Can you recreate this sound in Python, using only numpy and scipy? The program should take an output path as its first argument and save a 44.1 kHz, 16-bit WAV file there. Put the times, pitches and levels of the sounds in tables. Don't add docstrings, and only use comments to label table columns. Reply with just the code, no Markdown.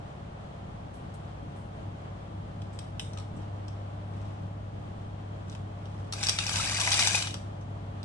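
import sys
import numpy as np
from scipy import signal
from scipy.fft import rfft, irfft
from scipy.io import wavfile
from scipy.ndimage import uniform_filter1d

SR = 44100
rng = np.random.default_rng(int(sys.argv[2]) if len(sys.argv) > 2 else 0)


def put_to_file(sound):
    columns = np.atleast_2d(sound).T
    safe = np.clip(columns, -1, 1)
    whole_steps = np.round(safe * 32767)
    wavfile.write(sys.argv[1], SR, whole_steps.astype(np.int16))


N = 354953

# multiple of the shaft speed, level in dB relative to FAN_DB.
FAN_TONES = [(3, -3.5), (4, -1.5), (6, -15), (7, -7.5), (8, 0.5), (9, -9.5), (10, -2), (11, -6), (13, -7),
             (20, -31), (25, -12.5), (32, -11.5), (37, -22), (40, -8), (47, -6), (56, -11.5)]
# multiple of the mains pitch, level in dB relative to the swell.
HUM_TONES = [(1, 0), (3, -20), (6, -25.5)]
# time in seconds, level in dB.
HUM_SWELL = [(0, -52.5), (1.0, -47.5), (3.7, -38.5), (5.4, -41.5), (6.8, -39), (8.05, -40.5)]
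# frequency in Hz, lag of the right ear in radians.
EAR_PHASE = [(120, 0.045), (200, 0.2), (300, 1.15), (440, 0.77), (650, 2.07), (1000, 2.64)]
# frequency in Hz, relative spectral level in dB per Hz.
RUMBLE_COLOUR = [(20, -6), (38, -15), (55, 2), (78, -4.5), (93, 11.5), (112, 3), (130, 2.5), (165, 0),
                 (215, -2.5), (270, -4.5), (350, -9), (450, -50)]
# frequency in Hz, relative spectral level in dB per Hz.
WASH_COLOUR = [(190, -15), (330, -5), (480, -6), (580, -2.5), (720, -3), (930, -8), (1150, -8.5),
               (1500, -14.5), (2400, -21.5), (2850, -22), (3170, -20.5), (3650, -25), (5000, -31.5),
               (8200, -37), (10200, -44), (11500, -64)]
# frequency in Hz, correlation from -1 to 1.
AIR_LIKENESS = [(60, 0.88), (120, 1), (220, 0.76), (430, 0.084), (830, -0.29), (1610, -0.28), (3100, -0.1),
                (5990, -0.038), (11600, -0.067)]
# frequency in Hz, left minus right in dB.
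AIR_BALANCE = [(60, 2.5), (140, -1), (200, 0), (300, 5), (450, 1), (2300, 1.5), (3300, 1.5), (5200, 1),
               (6500, 4), (8200, 5), (9300, 1.5)]
# start in seconds, level in dB before the pot, centre in Hz, decay time constant in ms.
FIZZES = [(0.939, -57.5, 10500, 39), (1.14, -49.5, 9800, 10), (1.56, -62, 9700, 71),
          (2.73, -55.5, 8100, 28), (2.79, -38.5, 8300, 2.1), (3.0, -45.5, 8200, 34), (3.176, -59, 7900, 25),
          (3.364, -58, 7500, 21), (7.61, -56, 6460, 12)]
# start in seconds before the travel delay, level in dB before trims, centre in Hz.
KNOCKS = [(2.618, -40, 3780), (2.7887, -31, 3440), (2.9949, -19.5, 3700), (3.1324, -37.5, 5300),
          (3.1735, -33, 4110), (3.185, -35, 4070), (3.198, -37, 3800), (3.681, -37.5, 5000),
          (5.4969, -37, 5500), (5.525, -39.5, 2800), (5.5496, -34.5, 2800), (5.8551, -41.5, 3170),
          (6.124, -21, 5780), (6.1339, -22, 4980), (6.2292, -17.5, 5450), (6.2353, -16, 5400),
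          (6.2679, -13.5, 5880), (6.286, -11, 5450), (6.2932, -9.5, 5850), (6.3865, -11.5, 2970),
          (6.4654, -18.5, 6180), (6.4923, -17, 6090), (6.557, -15, 5700), (6.918, -17, 4890),
          (6.9919, -12, 4860), (7.0718, -8.5, 5500), (7.223, -18.5, 2970), (7.2709, -21, 3510),
          (7.3073, -29, 3000), (7.3411, -22.5, 3300), (8.0292, -35, 3770)]
# frequency in Hz, relative spectral level in dB per Hz.
KNOCK_COLOUR = [(300, -21.5), (800, -3.5), (1300, 0.5), (1900, -4.5), (2500, -0.5), (3700, 4), (4500, -1.5),
                (5600, 1.5), (6600, -5), (8300, -2), (9500, -8), (11500, -16.5)]
# start in seconds, level in dB before the pot, pitch in Hz, t60 in seconds.
RIM_RING = (7.212, -36.5, 2991, 0.28)
# start in seconds, level in dB before the pot, starting pitch in Hz, t60 in seconds.
SINGLE_PINGS = [(3.168, -43, 1256, 0.13), (6.386, -17, 3170, 0.018), (6.404, -27.5, 2730, 0.087),
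                (6.598, -23, 1320, 0.035), (6.672, -21, 1810, 0.021), (6.875, -10, 2035, 0.013),
                (6.8748, -19.5, 960, 0.028), (7.145, -24, 2477, 0.11)]
# middle in seconds, level in dB before the pot, half-length in seconds.
SHIFTS = [(3.415, -70, 0.02), (4.22, -70.5, 0.13), (5.513, -61, 0.035), (5.98, -70, 0.18)]
# time in seconds, flow in dB.
FLOW = [(6.12, -15), (6.23, -4.5), (6.35, -7.5), (6.58, -1), (6.76, -1.5), (7.04, 2), (7.17, -1.5),
        (7.275, -8), (7.42, -37)]
# start in seconds, clatter level in dB before trims.
CLUMPS = [(6.226, -36.5), (6.283, -43), (6.397, -39), (6.553, -33.5), (6.797, -29), (6.915, -26),
          (6.99, -26), (7.144, -26.5)]
# frequency in Hz, relative spectral level in dB per Hz.
CLATTER_COLOUR = [(900, -41), (2000, -10.5), (3200, -5), (3800, 1.5), (4350, -3), (4850, 1), (5300, -4.5),
                  (5900, 1.5), (6500, -5), (8200, -3), (9200, -9.5), (10500, -9.5), (11500, -20.5)]
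# frequency in Hz, relative spectral level in dB per Hz.
SPLASH_COLOUR = [(300, -25), (480, -9), (680, -1.5), (850, -0.5), (1020, -10), (1200, 1), (1400, -8),
                 (1600, 3), (1800, -13.5), (2300, 0), (4000, -14), (9000, -50)]
# pitch in Hz, level in dB relative to the direct sound, t60 in seconds.
POT_MODES = [(1165, -27.5, 0.32), (2380, -21.5, 0.17), (2530, -19.5, 0.046), (2937, -22, 0.2),
             (3804, -24, 0.18), (4820, -20, 0.15), (4984, -24.5, 0.13), (5500, -19, 0.11),
             (6170, -21.5, 0.13)]
# frequency in Hz, left minus right in dB.
POT_BALANCE = [(400, -3), (750, 11), (1200, 4), (1700, 7), (2100, 1), (2450, 6), (3000, -2.5), (4400, -1),
               (5000, 0), (5700, 8.5), (6600, 3.5), (8200, 5.5), (9000, 0), (11000, 1)]
# frequency in Hz, t60 in seconds.
KITCHEN_T60 = [(200, 0.23), (1500, 0.3), (5000, 0.39), (11000, 0.43)]

TIME = np.arange(N) / SR
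SHAFT_HZ, FAN_DB = 17.5, -51.5
MAINS_HZ = 100.07
RUMBLE_DB, WASH_DB = -46.5, -51.5
KNOCK_DECAY_MS = 1.42
CLATTER_DB, CLATTER_SLOPE = -33, 1.67
SPLASH_DB, SPLASH_SLOPE = -39, 1.29
BUBBLES_DB, BUBBLES_SLOPE = -33, 1.32
BUBBLES_LAG_S = 0.028
CLUMP_RISE_S, CLUMP_FALL_S = 0.003, 0.036
CLUMP_SPLASH_DB = -10.5
EDGE_HZ = 11500


def gain_of(db):
    return 10 ** (np.asarray(db) / 20)


def evened(x):
    return x / np.sqrt(np.mean(x ** 2) + 1e-20)


def read(points, hz):
    f, value = np.transpose(points)
    return np.interp(np.log(hz + 1), np.log(f + 1), value)


def add(mix, s, sound):
    part = mix[max(round(s * SR), 0):][:len(sound)]
    part += sound[:len(part)]


def colour(x, points, size=2048):
    level_db = read(points, np.fft.rfftfreq(size, 1 / SR))
    cepstrum = irfft(np.log(gain_of(level_db)))
    cepstrum[1:size // 2] *= 2
    cepstrum[size // 2 + 1:] = 0
    response = irfft(np.exp(rfft(cepstrum)))
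    return signal.oaconvolve(x, response)[:len(x)]


def drift(hz):
    knots = rng.standard_normal(int(N / SR * hz) + 2)
    return np.interp(TIME * hz, np.arange(len(knots)), knots)


def tone(hz, wander):
    phase = 2 * np.pi * (hz * TIME + rng.random()) + wander * drift(1.96)
    return np.sqrt(2) * np.sin([phase, phase - read(EAR_PHASE, hz)])


def drone():
    fan = sum(gain_of(FAN_DB + db) * tone(k * SHAFT_HZ, wander=0.12) for k, db in FAN_TONES)
    hum = sum(gain_of(db) * tone(k * MAINS_HZ, wander=0.06) for k, db in HUM_TONES)
    swell = gain_of(np.interp(TIME, *np.transpose(HUM_SWELL)))
    lean = gain_of([[.35], [-.35]])
    return (fan + hum * swell) * lean


def air(spectrum, level_db, flutter_db):
    hz = np.fft.rfftfreq(N, 1 / SR)
    left, other = rfft(rng.standard_normal((2, N)))
    same = np.clip(read(AIR_LIKENESS, hz), -1, 1)
    right = same * left + np.sqrt(1 - same ** 2) * other
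    ear_db = read(spectrum, hz) + np.outer([.5, -.5], read(AIR_BALANCE, hz))
    pair = irfft(np.array([left, right]) * gain_of(ear_db), N)
    return pair / np.std(pair.mean(0)) * gain_of(level_db + flutter_db * drift(14))


def burst(level_db, hz, decay_ms, focus_db, snap=4.7):
    t = np.arange(8192) / SR
    envelope = np.exp(-1000 * t / max(decay_ms, .2))
    spray = rng.standard_normal(len(t)) * envelope
    spray[0] = snap
    focus = [(hz / 2, -focus_db), (hz, 0), (hz * 2, -focus_db)]
    spray = colour(colour(spray, KNOCK_COLOUR), focus)
    return gain_of(level_db) * spray / np.linalg.norm(spray) * np.linalg.norm(envelope) / 2


def ping(hz, t60, rise):
    t = np.arange(int(t60 * SR)) / SR
    wave = np.sin(2 * np.pi * hz * t * (1 + rise * t / t60))
    decay = np.exp(-np.log(1000) * t / t60)
    attack = 1 - np.exp(-t * hz)
    return wave * decay * attack


def ticks(knock_db=1.5, travel_s=0.001011):
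    out = np.zeros(N)
    for s, *fizz in FIZZES:
        add(out, s, burst(*fizz, focus_db=18.0))
    for s, *knock in KNOCKS:
        add(out, s + travel_s, gain_of(knock_db) * burst(*knock, KNOCK_DECAY_MS, focus_db=5.5))
    s, db, hz, t60 = RIM_RING
    add(out, s, gain_of(db) * ping(hz, t60, rise=0))
    return out


def swarm(centre_hz, spread, cycles, range_db, rise, count):
    out, start, end = np.zeros(N), FLOW[0][0], FLOW[-1][0]
    chances = rng.random((count, 3))
    pitches = np.clip(rng.standard_normal(count), -2, 2)
    for (when, size, life), pitch in zip(chances, pitches):
        hz = centre_hz * np.exp(spread * pitch)
        t60 = (1 + life) * cycles / hz
        add(out, start + when * (end - start), gain_of(-range_db * size) * ping(hz, t60, rise))
    return out / np.std(out[int(start * SR):int(end * SR)])


def flow(level_db, slope, lag_s=0):
    flow_db = np.interp(TIME - lag_s, *np.transpose(FLOW), left=-120, right=-120)
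    return gain_of(level_db + slope * flow_db)


def bubbles(swarm_db=-3):
    small = swarm(centre_hz=2478, spread=0.144, cycles=37, range_db=9, rise=0.047, count=600)
    out = gain_of(swarm_db) * flow(BUBBLES_DB, BUBBLES_SLOPE, BUBBLES_LAG_S) * small
    for s, db, hz, t60 in SINGLE_PINGS:
        add(out, s, gain_of(db) * ping(hz, t60, rise=0.014))
    return out


def impacts(per_s, spread_db):
    size = gain_of(spread_db * np.minimum(rng.exponential(1, N), 3.5))
    hail = size * rng.choice([-1, 1], N) * (rng.random(N) < per_s / SR)
    return hail / np.sqrt(abs(uniform_filter1d(hail ** 2, size=2200)) + 1e-4)


def settling():
    swells = sum(gain_of(db) * np.exp(-((TIME - s) / half_s) ** 2) for s, db, half_s in SHIFTS)
    return swells * evened(colour(impacts(per_s=280, spread_db=3.0), KNOCK_COLOUR))


def clumps():
    out = np.zeros(N)
    for s, db in CLUMPS:
        age = np.maximum(TIME - s, 0)
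        out += gain_of(db) * np.minimum(age / CLUMP_RISE_S, 1) * np.exp(-age / CLUMP_FALL_S)
    return out


def clatter(scrape_db=-1.0, clack_db=-10):
    scrapes = evened(colour(impacts(per_s=1200, spread_db=3.5), CLATTER_COLOUR))
    clacks = swarm(centre_hz=5300, spread=0.347, cycles=12, range_db=17, rise=0, count=300)
    pour = np.hypot(flow(CLATTER_DB, CLATTER_SLOPE), clumps())
    return pour * (gain_of(scrape_db) * scrapes + gain_of(clack_db) * clacks)


def splash(slap_db=-1, gulp_db=-10):
    slaps = evened(colour(impacts(per_s=900, spread_db=3.5), SPLASH_COLOUR))
    gulps = swarm(centre_hz=1150, spread=0.324, cycles=15, range_db=9, rise=0.11, count=200)
    landing = np.hypot(flow(SPLASH_DB, SPLASH_SLOPE), gain_of(CLUMP_SPLASH_DB) * clumps())
    return landing * (gain_of(slap_db) * slaps + gain_of(gulp_db) * gulps)


def pot(lag, wall_db, wall_decay=0.0046):
    t = np.arange(SR // 2) / SR
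    response = np.zeros((2, len(t)))
    response[0, 0] = response[1, lag] = 1
    walls = rng.standard_normal(response.shape) * np.exp(-t / wall_decay) * (t > .0003)
    response += gain_of(wall_db) * walls / np.linalg.norm(walls[0])
    for hz, db, t60 in POT_MODES:
        wave = np.cos(2 * np.pi * (hz * t + rng.random((2, 1))))
        ring = wave * np.exp(-np.log(1000) * t / t60)
        response += gain_of(db) * ring / np.linalg.norm(ring[0])
    return response / np.linalg.norm(response[0])


def kitchen():
    taps = rng.standard_normal((2, SR // 2)) * (rng.random((2, SR // 2)) < .1)
    taps[:, :round(.006 * SR)] = 0
    hz, t, bands = signal.stft(taps, SR, nperseg=256)
    decay = np.exp(-np.log(1000) * t / read(KITCHEN_T60, hz)[:, None])
    tail = signal.istft(bands * decay, SR, nperseg=256)[1]
    return tail[:, :SR // 2] / np.linalg.norm(tail[0])


def scatter(x, wall_db, wet_db, count=8, size=300):
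    spot = np.repeat(rng.integers(0, count, N // size + 1), size)[:N]
    out = np.zeros((2, N))
    for k in range(count):
        share = uniform_filter1d(1. * (spot == k), size=size // 4)
        response = pot(4 + k % 5, wall_db) + gain_of(wet_db) * kitchen()
        out += signal.oaconvolve((x * share)[None], response, axes=1)[:, :N]
    return out


def scene():
    knocks = scatter(ticks(), wall_db=0.5, wet_db=-6.5, count=5, size=2400)
    water = scatter(bubbles(), wall_db=-2, wet_db=-12.0, count=4, size=1800)
    rush = scatter(clatter() + splash() + settling(), wall_db=-2.5, wet_db=-7.5)
    left, right = gain_of(2.0) * rush + gain_of(2.0) * knocks + gain_of(-2.0) * water
    left = colour(left, [(hz, .5 * db) for hz, db in POT_BALANCE])
    right = colour(right, [(hz, -.5 * db) for hz, db in POT_BALANCE])
    rumble = air(RUMBLE_COLOUR, RUMBLE_DB, flutter_db=2.5)
    wash = air(WASH_COLOUR, WASH_DB, flutter_db=0.72)
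    return np.array([left, right]) + drone() + rumble + wash


def record(dry):
    low_pass = signal.firwin(301, EDGE_HZ, window=("kaiser", 9), fs=SR)
    return signal.oaconvolve(dry, low_pass[None], "same")


dry = scene()
out = record(dry)
put_to_file(out)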